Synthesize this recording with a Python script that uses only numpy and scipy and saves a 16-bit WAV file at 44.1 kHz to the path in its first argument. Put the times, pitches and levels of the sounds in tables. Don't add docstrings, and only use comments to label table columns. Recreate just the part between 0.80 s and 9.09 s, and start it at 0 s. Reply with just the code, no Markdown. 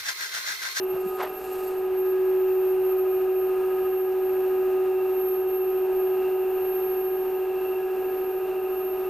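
import sys
import numpy as np
from scipy import signal
from scipy.fft import rfft, irfft, next_fast_len
from scipy.io import wavfile
from scipy.ndimage import uniform_filter1d

SR = 44100
rng = np.random.default_rng(int(sys.argv[2]) if len(sys.argv) > 2 else 0)


def waveform_to_disk(signal):
    frames = np.transpose(np.atleast_2d(signal))
    scaled = np.clip(frames, -1, 1) * 32767
    samples = np.round(scaled).astype(np.int16)
    wavfile.write(sys.argv[1], SR, samples)


N = 365588
TIME_S = np.arange(N) / SR
TURN_HZ = 13.8428


def undb(db):
    return 10 ** (np.asarray(db) / 20)


def curves(table):
    time_s, *columns = np.transpose(table)
    return [np.interp(TIME_S, time_s, column) for column in columns]


def walk(rate):
    step = int(SR / rate)
    knots = rng.standard_normal(N // step + 2)
    joined = np.interp(np.arange(N) / step, np.arange(len(knots)), knots)
    return 1.37 * uniform_filter1d(joined, step // 2)


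def noise(gain):
    size = next_fast_len(N)
    hz = np.arange(size // 2 + 1) * SR / size
    spectrum = rfft(rng.standard_normal(size)) * gain(hz + 1e-3)
    return irfft(spectrum, size)[:N]


def band(hz, width_hz):
    x = noise(lambda f: 1 / (1 + ((f - hz ** 2 / f) / width_hz) ** 2))
    return x / np.std(x)


def swell(start_s, length_s, rise):
    progress = np.clip((TIME_S - start_s) / length_s, 0, 1)
    return np.sin(np.pi * progress ** rise) ** 2


def tone(hz, db, waver_db=0., rate=1., start=None):
    if start is None:
        start = rng.uniform(0, 2 * np.pi) + waver_db / 4 * walk(rate)
    strength = np.sqrt(2) * undb(db + waver_db * walk(rate))
    return strength * np.cos(2 * np.pi * hz * TIME_S + start)


# (time [s], fades [1/s], echo share of the power [0-1])
SWING = [(0, 60, .8), (.45, 50, 0.76), (1.0, 25, 0.86), (1.8, 23.4, 0), (8.29, 29.6, 0.02)]


def fading(hz):
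    rate, share = curves(SWING)
    travel = np.cumsum(rate) / SR
    share = np.clip(share, 0, 1)
    knots = rng.standard_normal((1000, 2)) @ [1, 1j] / np.sqrt(2)
    echoes = np.interp(travel, np.arange(len(knots)), knots)
    path = np.sqrt(1 - share) + np.sqrt(share) * echoes
    return np.sqrt(2) * np.real(path * np.exp(2j * np.pi * hz * TIME_S))


REPEAT = 0.46


def echo_of_turn(hz, from_hz=0.):
    share = REPEAT / (1 + (from_hz / hz) ** 4)
    return np.sqrt(1 - share ** 2) / (1 - share * np.exp(-2j * np.pi * hz / TURN_HZ))


# (start [s], length [s], level [dB])
RUSTLES = [(.08, .66, -57.5), (.5, .66, -54.5)]


def cloth():
    fabric = band(8500, 6000) + undb(-5.5) * band(4300, 2200.)
    rub = sum(undb(db) * swell(start_s, length_s, rise=.75) for start_s, length_s, db in RUSTLES)
    grain = undb(0.75 * walk(29.2) + 0.81 * walk(400.))
    return rub * grain * fabric


# (start [s], length [s], level [dB], centre [Hz], width [Hz])
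HANDLING = [(0.122, 0.056, -46, 150, 100), (0.123, 0.081, -39.5, 684, 600), (0.229, 0.076, -43, 180, 80),
            (0.37, 0.14, -30, 810, 980), (1.254, .025, -60, 5000, 5000), (3.32, .012, -58.5, 5500, 3000)]


def handling():
    out = np.zeros(N)
    for start_s, length_s, db, hz, width_hz in HANDLING:
        grainy = undb(db + 2. * walk(300.))
        out = out + grainy * swell(start_s, length_s, rise=.7) * band(hz, width_hz)
    return out


# (frequency [Hz], level [dB per Hz])
RUSH = [(15, -71.5), (40, -73), (120, -81), (300, -78), (900, -76.5), (2000, -88.5), (3200, -94.5),
        (5000, -101), (8000, -104), (11300, -105), (14350, -102), (14600, -114), (15600, -125)]
# (centre [Hz], width [Hz], lift [dB])
HUB = [(364, 91, 9.5), (596, 55, 1), (860, 67, 1.5), (1250, 74, 10), (1633, 145, 7), (2430, 250, 3),
       (2706, 390, 9), (9400, 560, 9)]
# (centre [Hz], width [Hz], lift [dB])
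CASING = [(12560, 550, 13), (13850, 900, 4)]


def rush():
    rush_hz, rush_db = np.transpose(RUSH)

    def gain(hz):
        db = np.interp(np.log(hz), np.log(rush_hz), rush_db)
        for centre_hz, width_hz, lift_db in [*HUB, *CASING]:
            db = db + lift_db / (1 + (2 * (hz - centre_hz) / width_hz) ** 2)
        return undb(db) * np.sqrt(SR / 2) * echo_of_turn(hz, from_hz=290.0)

    flicker = undb(0.69 * walk(14.))
    return noise(gain) * flicker


# (frequency [Hz], level [dB])
OTHER_TONES = [(277, -62), (448, -60), (485.5, -60), (598, -66), (612, -61), (625.3, -59), (651.3, -59),
               (797, -64), (840, -60), (992, -67), (1182, -68), (1237, -65), (1336, -67), (1353, -68),
               (1560, -68), (1635, -67), (1651, -66), (2377, -73), (2445, -72), (2459, -67), (2554, -72),
               (2608, -72), (2622, -71), (3737, -77)]
# (frequency [Hz], level [dB re BEARING_DB])
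BEARING = [(2676, -10), (2689, -12), (2704, -9), (2717, -11), (2758, -13), (2785, -12), (2799, -11)]
# (time [s], level [dB])
BEARING_DB = [(0, -53), (1.2, -58), (5.5, -56.5), (7.5, -53)]
# (time [s], level [dB])
LONE = [(3, -68), (4, -63), (5, -62), (6.2, -55), (7.2, -61)]


def bearings():
    thin = sum(tone(hz, db, waver_db=2.5, rate=2.492) for hz, db in OTHER_TONES)
    group = undb(curves(BEARING_DB)[0] + 2.0 * walk(5.9))
    bearing_whine = group * sum(tone(hz, db, waver_db=2.5, rate=4.) for hz, db in BEARING)
    lone = tone(908.5, curves(LONE)[0], waver_db=3.5, rate=6.5)
    return thin + bearing_whine + lone


# (frequency [Hz], level [dB], wander [dB])
WHINE = [(12209., -59, 2.5), (12623.8, -43.3, .3), (13454.3, -67.5, 3.5), (13869.8, -61, 3)]
# (frequency [Hz], level [dB])
FAINT = [(8472, -83), (9095, -77), (9344, -80), (9468, -79), (9717, -74), (10964, -80), (11379, -84),
         (11793, -80), (12002, -80), (12333, -78), (12376, -78), (12458, -73), (12540, -65), (12707, -71),
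         (12790, -74), (12914, -75), (13039.5, -69), (14068, -80), (14286, -79)]
# (time [s], extra path [mm])
BOUNCE = [(1.1, 145), (1.7, 148.4), (1.9, 155), (2.12, 140), (2.19, 158), (2.32, 142.3), (2.61, 156),
          (2.74, 149.7), (3.21, 144), (3.46, 154), (3.86, 149.6), (4.2, 150.2), (4.36, 144), (4.66, 124),
          (4.82, 144), (5.03, 145.5), (5.19, 156.7), (5.51, 148), (5.61, 152), (5.98, 137), (6.39, 144),
          (6.87, 153.5), (7.43, 144.6), (8.05, 155.8), (8.29, 150.5)]
BOUNCE_SHARE = 0.71
SOUND_MM_S = 343000


def whine():
    out = sum(undb(db + 3.6 * walk(2.49)) * fading(hz) for hz, db in FAINT)
    late_s = curves(BOUNCE)[0] / SOUND_MM_S
    for hz, db, wander_db in WHINE:
        direct_and_bounce = np.abs(1 + BOUNCE_SHARE * np.exp(-2j * np.pi * hz * late_s))
        shake = noise(lambda f: echo_of_turn(f) ** 2 * f / (f + 8.7) / (1 + (f / 42.0) ** 1.6))
        shaken = 1 + 0.15 * shake / np.std(shake)
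        out = out + undb(db + wander_db * walk(9.9)) * direct_and_bounce * fading(hz) * shaken
    return out


START_RAD = 2.31
FLUTTER_DB, FLUTTER_RAD = -9, -0.31
# (time [s], level [dB])
HUM = [(0.0, -27.5), (0.02, -26), (0.25, -27), (0.6, -37), (0.71, -30.5), (1.18, -23.5), (1.5, -21),
       (3.25, -24), (3.92, -22), (4.69, -24.5), (5.24, -22.5), (5.89, -25), (8.29, -27.5)]
# (time [s], 26th [dB], 30th [dB], 55th [dB], 90th [dB], 120th [dB])
OVERTONES = [(0.1, -43, -58, -53.5, -57, -60), (.33, -48, -42.5, -43.5, -42, -57),
             (.6, -56, -44.5, -45, -49, -54), (1.05, -46, -49, -44.5, -52.5, -59.5),
             (1.35, -45, -72, -50, -54, -52.5), (1.7, -47, -74.5, -47, -56.5, -63.5),
             (2.2, -42.5, -52, -44, -49.5, -61.5), (3.6, -46, -53.5, -43, -49.5, -57),
             (4.7, -40.5, -48, -43, -52, -63), (5.7, -44, -47, -43, -55.5, -63),
             (7.1, -40.5, -45.5, -42.5, -62, -57.5), (8.29, -42.5, -45.5, -43.5, -48.5, -68)]
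# (time [s], depth [0-1], wheel angle [rad])
THROB = [(1.6, .1, -2), (2.1, 1, -2), (3.7, 1, -1.95), (4.3, .3, -.6), (5.5, .45, .2), (8.29, .3, .2)]
# (multiple, sign, level at the start [dB], rise [dB/s])
GROWING = [(28, 1, -60, .8), (29, -1, -57, 1.15)]
# (multiple, level [dB])
ORDER_TONES = [(25, -60), (31, -55), (33, -64), (35, -60), (36, -65), (45, -65), (47, -63), (53, -57),
               (60, -54), (61, -66), (69, -68), (73, -67), (87, -67), (88, -67), (92, -62), (107, -71),
               (108, -68), (109, -72), (112, -72), (136, -70), (158, -78), (161, -76), (180, -69),
               (210, -76), (225, -80)]


def hum():
    def locked(multiple, db, lead_rad=0.):
        return tone(multiple * TURN_HZ, db, start=multiple * START_RAD + lead_rad)

    db26, db30, db55, db90, db120 = curves(OVERTONES)
    main = locked(27, curves(HUM)[0]) + locked(26, db26) + locked(30, db30)
    growing = sum(sign * locked(k, db + rise * TIME_S) for k, sign, db, rise in GROWING)
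    flutter = locked(55, db55) + locked(54, db55 + FLUTTER_DB, START_RAD + FLUTTER_RAD)
    depth, angle = curves(THROB)
    throb = 1 + depth * np.cos(2 * np.pi * TURN_HZ * TIME_S + angle)
    throbbing = throb * (locked(90, db90) + tone(120 * TURN_HZ, db120, waver_db=1.5, rate=3.))
    weak = sum(tone(k * TURN_HZ, db, waver_db=2.0, rate=1.462) for k, db in ORDER_TONES)
    return main + growing + flutter + throbbing + weak


def scene():
    sound = cloth() + handling() + rush() + bearings() + whine() + hum()
    return np.array([sound, sound])


def record(dry):
    bass = signal.lfilter(*signal.butter(1, 128, fs=SR), dry[0])
    lost = 0.024 * dry[0] + bass
    left = dry[0] - signal.filtfilt(*signal.butter(2, 1440, fs=SR), lost)
    hiss = noise(lambda f: 1 / (1 + (3230 / f) ** 16) / (1 + (f / 11700) ** 40))
    rumble = band(60, 100.)
    apart = undb(-70.5) * hiss / np.std(hiss) + undb(-83) * rumble
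    both = np.array([left + apart, dry[1] - apart])
    top_cut = signal.ellip(8, .2, 70, 15600, fs=SR, output="sos")
    return signal.sosfilt(top_cut, both)


dry = scene()
out = record(dry)
waveform_to_disk(out)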